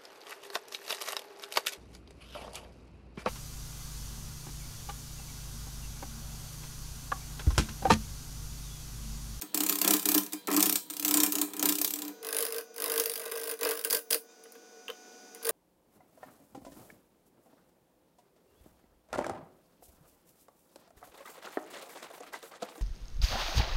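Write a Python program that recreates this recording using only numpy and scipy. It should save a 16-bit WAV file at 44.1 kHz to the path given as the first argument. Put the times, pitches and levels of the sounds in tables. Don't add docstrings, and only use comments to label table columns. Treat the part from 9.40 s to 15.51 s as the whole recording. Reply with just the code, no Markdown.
import sys
import numpy as np
from scipy import signal
from scipy.fft import rfft, irfft, next_fast_len
from scipy.io import wavfile
from scipy.ndimage import uniform_filter1d

SR = 44100
rng = np.random.default_rng(int(sys.argv[2]) if len(sys.argv) > 2 else 0)


def master_out(mix):
    frames = np.transpose(np.atleast_2d(mix))
    ceiling = np.clip(frames, -1, 1)
    pcm = np.round(ceiling * 32767).astype(np.int16)
    wavfile.write(sys.argv[1], SR, pcm)


def gain_from_db(level_db):
    decades = np.asarray(level_db, float) / 20
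    return 10 ** decades


N = 269451
TIME = np.arange(N) / SR

# start_s, end_s, turns_per_s
SLOW = (0, 2.76, 33.05)
FAST = (2.76, 6.2, 50.6)


def unit(x):
    return x / np.sqrt(np.mean(x ** 2) + 1e-20)


def along(points, hz):
    f, v = np.transpose(points)
    return np.interp(np.log(hz + 1), np.log(f + 1), v)


def at(rows, t):
    s, *cols = np.transpose(rows)
    return [np.interp(t, s, c) for c in cols]


def filtered(x, response):
    m = next_fast_len(N + SR // 2)
    return irfft(rfft(x, m) * response(np.fft.rfftfreq(m, 1 / SR)), m)[:N]


def strikes(times_s, gains):
    return np.bincount(np.round(times_s * SR).astype(int), gains, N + SR)[:N]


def swell(impulses, rise_s, t60_s):
    t = np.arange(SR // 20) / SR
    shape = (1 - np.exp(-t / abs(rise_s))) * gain_from_db(-60 * t / t60_s)
    return np.abs(signal.fftconvolve(impulses, shape / shape.max())[:N])


def body(x, speed, column):
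    # pitch_hz, width_hz (of each pass), slow_level_db, fast_level_db (relative)
    modes = [(195.7, 22.5, -5, -10.5), (298.9, 25.5, 9, 6), (403, 38.3, -5.5, -9.5), (744, 290, -20, -21.5),
             (1010, 190, -18, -20), (1241, 266, -21.5, -25), (1545, 500, -28.5, -32),
             (2403, 150, -26.5, -33.5)]
    scaled = [(m[0] * speed, m[1] * speed, m[column]) for m in modes]

    def response(f):
        return sum(gain_from_db(db) * (1j * f * w / (c * c - f * f + 1j * f * w)) ** 2 for c, w, db in scaled)
    return filtered(x, response)


def motor(pace, column):
    # pitch_hz, level_db (before the tones level below)
    whine = [(736.3, -63), (1472.6, -64)]
    multiples = (4, 48, 72, 96, 104, 112, 120, 128, 136, 144, 168)
    multiple_db = [-71, -74, -78, -69, -77, -73, -64, -71, -72, -80, -81]
    # pitch_hz, relative_db_per_hz
    whirr_colour = [(130, -20), (250, 7.5), (600, -1.5), (1500, -10), (4200, -13.5), (4700, -7.5),
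                    (6900, -8.5), (7300, -16), (16000, -22)]
    # time_s, tones_gain_db, whirr_rms_db, idle_ring_rms_db
    loudness = [(0, -6.5, -56, -64), (2.7, -1.5, -62, -51), (4.84, -7.5, -64.5, -58.5),
                (4.92, -6, -60, -61.5), (5.4, -1, -58.5, -57.5), (5.7, 1, -56, -61.5)]
    idle_turns_per_s = 50.62
    start, end, rate = pace
    pitch = rate / FAST[2]
    tones_db, whirr_db, idle_db = at(loudness, TIME)
    lines = whine + [(k * idle_turns_per_s, db) for k, db in zip(multiples, multiple_db)]
    tones = sum(gain_from_db(db) * np.sqrt(2) * np.sin(2 * np.pi * (hz * pitch * TIME + rng.random()))
                for hz, db in lines)
    tick = 1 + .5 * np.cos(2 * np.pi * 8 * rate * TIME)
    whirr = unit(filtered(tick * rng.standard_normal(N), lambda hz: gain_from_db(along(whirr_colour, hz / pitch))))
    idle = unit(body(rng.standard_normal(N), rate / SLOW[2], column))
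    fade = np.clip((TIME - 2.35) / 0.55, 0, 1)
    share = np.sqrt(fade if start else 1 - fade)
    return share * (gain_from_db(tones_db) * tones + gain_from_db(whirr_db) * whirr + gain_from_db(idle_db) * idle)


def spells(rows, lone, pace):
    arch_db, scatter_db, scatter_turns = 2.5, 3, 0.02
    start, end, rate = pace
    times = [[s for s, _ in lone if start < s < end]]
    dbs = [[db for s, db in lone if start < s < end]]
    for first, last, in_db, out_db in rows:
        if not start < first < end:
            continue
        u = np.linspace(0, 1, round((last - first) * rate) + 1)
        times.append(first + u * (last - first))
        dbs.append(in_db + u * (out_db - in_db) + arch_db * np.sin(np.pi * u))
    luck = rng.standard_normal((sum(map(len, times)), 2))
    times_s = np.hstack(times) + scatter_turns * luck[:, 0] / rate
    return times_s, gain_from_db(np.hstack(dbs) + scatter_db * luck[:, 1])


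def shoves(times_s, gains, pace):
    # time_s, gain_db (over the strikes)
    load = [(0, -10.5), (.2, -11), (.41, -15), (.44, -3.5), (.52, -11.5), (.9, -11), (1.08, 6),
            (1.2, -12.5), (1.35, -19), (1.6, -15.5), (1.72, -12), (2.02, -13.5), (2.05, 10.5), (2.14, -7.5),
            (2.36, -16.5), (2.48, -24), (2.6, -12), (2.83, -4), (2.98, -11.5), (3.17, -8), (3.52, -8.5),
            (3.74, -19.5), (3.81, -5.5), (3.9, -4), (4.15, -9), (4.25, -2), (4.42, -11), (4.75, -15.5),
            (6.1, -6)]
    shove_turns = {SLOW: .55, FAST: .1}
    follow, usual = 0.89, gain_from_db(-26)
    rate, phase = pace[2], shove_turns[pace]
    turn, which = np.unique(np.floor(times_s * rate - phase + .25), return_inverse=True)
    shoved_s = (turn + phase) / rate
    strike = np.sqrt(np.bincount(which, gains ** 2))
    load_db = at(load, shoved_s)[0] + .8 * rng.standard_normal(len(turn))
    return strikes(shoved_s, usual * (strike / usual) ** follow * gain_from_db(load_db))


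def patchy(x, depth_db):
    z = signal.stft(x, nperseg=256)[2]
    field = uniform_filter1d(uniform_filter1d(rng.standard_normal(z.shape), 5, 0), 8, 1)
    return unit(signal.istft(z * gain_from_db(depth_db * unit(field)), nperseg=256)[1][:N])


def tearing(first, second, pace, tear):
    speed = pace[2] / SLOW[2]
    first_bite = swell(first, .0003, .018 / speed)
    second_bite = np.roll(swell(second, .0012, .017 / speed), -SR // 2000)
    peeling = swell(first + second, 0.0048, 0.049 / speed)
    heads = first + np.roll(second, round(0.0025 * SR / speed))
    crack = swell(heads, .0001, 0.0027 / speed)
    edge = first_bite + second_bite + gain_from_db(-15) * peeling + bursts(pace) + gain_from_db(-12.5) * crack
    grain = gain_from_db(0.44 * unit(uniform_filter1d(rng.standard_normal(N), 12)))
    coloured = filtered(grain * rng.standard_normal(N), lambda hz: gain_from_db(along(tear, hz)))
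    return edge * patchy(coloured, depth_db=1.6)


def ringing(push, pace, column):
    speed = pace[2] / SLOW[2]
    shove = swell(push, 0.000092 / speed, 0.0058 / speed)
    shove = np.roll(shove, round(0.00358 * SR / speed))
    rough = (swell(push, 0.0019 / speed, 0.13 / speed) + knocks(pace)) * rng.standard_normal(N)
    chatter = filtered(rough, lambda hz: (1j * hz / (500 * speed + 1j * hz)) ** 2)
    return body(gain_from_db(30.5) * chatter + gain_from_db(20) * shove, speed, column)


def cutting(pace, tear, column):
    # first_strike_s, last_strike_s, first_level_db, last_level_db
    first_spells = [(.2888, .3495, -24, -46), (.4389, .6209, -47, -33.5), (.6824, .7432, -43, -20),
                    (.803, .8636, -36, -32), (1.0734, 1.2575, -35.5, -14), (1.4997, 1.5896, -34, -59),
                    (1.6797, 1.8627, -20, -17), (1.9226, 1.9846, -17.5, -28), (2.0444, 2.105, -56, -50),
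                    (2.1354, 2.196, -33, -27), (2.2261, 2.2866, -23, -18.5), (2.5583, 2.6804, -31, -33),
                    (2.8284, 3.0255, -36, -23), (3.0456, 3.1834, -33, -26.5), (3.3422, 3.4404, -42, -21),
                    (3.4591, 3.7367, -25.5, -28.5), (3.7563, 3.8552, -31, -36),
                    (3.875, 4.1128, -43.5, -32.5), (4.1715, 4.2308, -49, -21), (4.2502, 4.3886, -24, -46.5),
                    (4.5075, 4.5864, -16.5, -36), (4.7049, 4.7446, -25.5, -23.5),
                    (6.0283, 6.0878, -39.5, -29)]
    second_spells = [(.144, .235, -20, -24.5), (.2641, .3857, -19, -25.5), (.4163, .5368, -24, -16.5),
                     (.566, .6275, -27, -32.5), (.6572, .7788, -24, -20), (1.0836, 1.2042, -39.5, -21),
                     (1.2648, 1.3564, -21, -24.5), (1.5057, 1.6873, -34.5, -28),
                     (1.747, 1.9296, -47, -42.5), (2.2926, 2.4758, -22, -22.5), (2.5064, 2.5365, -29, -28),
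                     (2.971, 3.0508, -62, -22), (3.189, 3.2092, -56, -35), (3.7603, 4.1378, -41, -37),
                     (4.2765, 4.4125, -35.5, -36.5), (4.5295, 4.5905, -27.5, -32),
                     (4.709, 4.7288, -17.5, -15), (6.0322, 6.0915, -42, -25)]
    # time_s, level_db
    first_lone = [(0.0137, -33.5), (0.9227, -36.5), (1.649, -18.5), (2.0138, -17.5), (4.4471, -22.5),
                  (5.948, -38.5)]
    second_lone = [(.021, -32), (0.932, -30.5), (4.472, -33.5)]
    spots = [spells(first_spells, first_lone, pace), spells(second_spells, second_lone, pace)]
    first, second = (strikes(*spot) for spot in spots)
    push = shoves(*np.hstack(spots), pace)
    return tearing(first, second, pace, tear), ringing(push, pace, column)


def shop(x, speed):
    # pitch_hz, t60_s
    decay = [(400, 0.092), (10000, 0.29)]
    out, size = np.zeros(N + 2 * SR), SR // 4
    for start in range(0, N, size):
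        hz, t, z = signal.stft(rng.standard_normal(SR // 3), SR, nperseg=256)
        t60_s = along(decay, hz / speed)[:, None] / speed
        tail = signal.istft(z * gain_from_db(-60 * t / t60_s), SR, nperseg=256)[1]
        wet = signal.fftconvolve(x[start:start + size], tail / np.linalg.norm(tail))
        out[start + 200:][:len(wet)] += wet
    return out[:N]


def bursts(pace):
    # time_s, level_db (before a common trim)
    burst_rows = [(0.778, -7), (1.1277, -12), (4.4396, -17.5), (4.5001, -7), (4.52, -21.5), (5.0376, -31.5),
                  (5.1213, -29.5), (5.153, -38.5)]
    start, end, _ = pace
    burst_s, burst_db = np.transpose([r for r in burst_rows if start < r[0] < end])
    return swell(strikes(burst_s, gain_from_db(burst_db - 14.5)), .0001, 0.024)


def squeaks():
    # time_s, length_s, slow_pace_pitch_hz (of the absent fundamental, at the start), level_db (per overtone)
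    squeak_rows = [(.955, .07, 790, -60), (4.88, .06, 795, -68)]
    out, t = np.zeros(N + SR), np.arange(SR // 5) / SR
    for s, length, hz, db in squeak_rows:
        hz = hz * (FAST[2] / SLOW[2] if s > FAST[0] else 1)
        phase = 2 * np.pi * np.cumsum(hz * (1 + .3 * t)) / SR
        stack = sum(np.sin(k * phase) for k in range(2, 7))
        out[round(s * SR):][:len(t)] += gain_from_db(db) * stack * np.sin(np.pi * np.clip(t / length, 0, 1))
    return out[:N]


def knocks(pace):
    # time_s, level_db (before a common trim)
    knock_rows = [(5.053, -39), (5.15, -36), (5.484, -26.5), (5.499, -30.5), (6.014, -37.5)]
    start, end, _ = pace
    knock_s, knock_db = np.transpose(knock_rows)
    gains = gain_from_db(knock_db - 7.0) * (knock_s > start) * (knock_s < end)
    return swell(strikes(knock_s, gains), 0.0015, 0.046)


def taps():
    # time_s, level_db (before a common trim)
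    tap_rows = [(5.4817, -14.5), (5.5007, -11.5)]
    # pitch_hz, relative_level_db (before chance), t60_s
    steel = [(1300, -8, .018), (2800, -2, .018), (3050, 0, .03)]
    out, t = np.zeros(N + SR), np.arange(SR // 5) / SR
    for s, db in tap_rows:
        ring = sum(gain_from_db(level + rng.normal(0, 3.6) - 60 * t / t60) * np.sin(2 * np.pi * hz * t)
                   for hz, level, t60 in steel)
        crack = .6 * gain_from_db(-60 * t / .015) * rng.standard_normal(len(t))
        out[round(s * SR):][:len(t)] += gain_from_db(db - 19.0) * (1 - np.exp(-t / 0.00021)) * (ring + crack)
    return out[:N]


def scene():
    # pitch_hz, relative_db_per_hz
    tear_slow = [(600, -12), (2000, -13), (2400, -8), (3240, -5), (6300, -4), (7800, 0), (10700, -5),
                 (14000, 2), (16000, -4.5)]
    tear_fast = [(700, -10.5), (2460, -2.5), (4300, -2.5), (4900, 5), (5600, -3), (8700, -3.5), (9500, 7),
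                 (12000, 2.5), (16000, 3)]
    out = motor(SLOW, column=2) + motor(FAST, column=3)
    tool = squeaks() + taps()
    for pace, tear, column, extra in (SLOW, tear_slow, 2, 0), (FAST, tear_fast, 3, tool):
        hiss, ring = cutting(pace, tear, column)
        sent = gain_from_db(-8.5) * (hiss + extra) + gain_from_db(-3.5) * ring
        out += hiss + extra + ring + shop(sent, pace[2] / SLOW[2])
    return out[None]


def low_pass(x):
    return signal.sosfilt(signal.butter(12, 16990, fs=SR, output="sos"), x)


def record(dry):
    thin = filtered(dry[0], lambda hz: (1j * hz / (120 + 1j * hz)) ** 3)
    bent = thin / (1 + (thin / .5) ** 2) ** .5
    bent = bent + 0.084 * bent ** 2
    top = filtered(bent, lambda hz: np.where(hz < 15900, 1, gain_from_db(-30)) * (hz > 12))
    return low_pass(top[None])


dry = scene()
out = record(dry)
master_out(out)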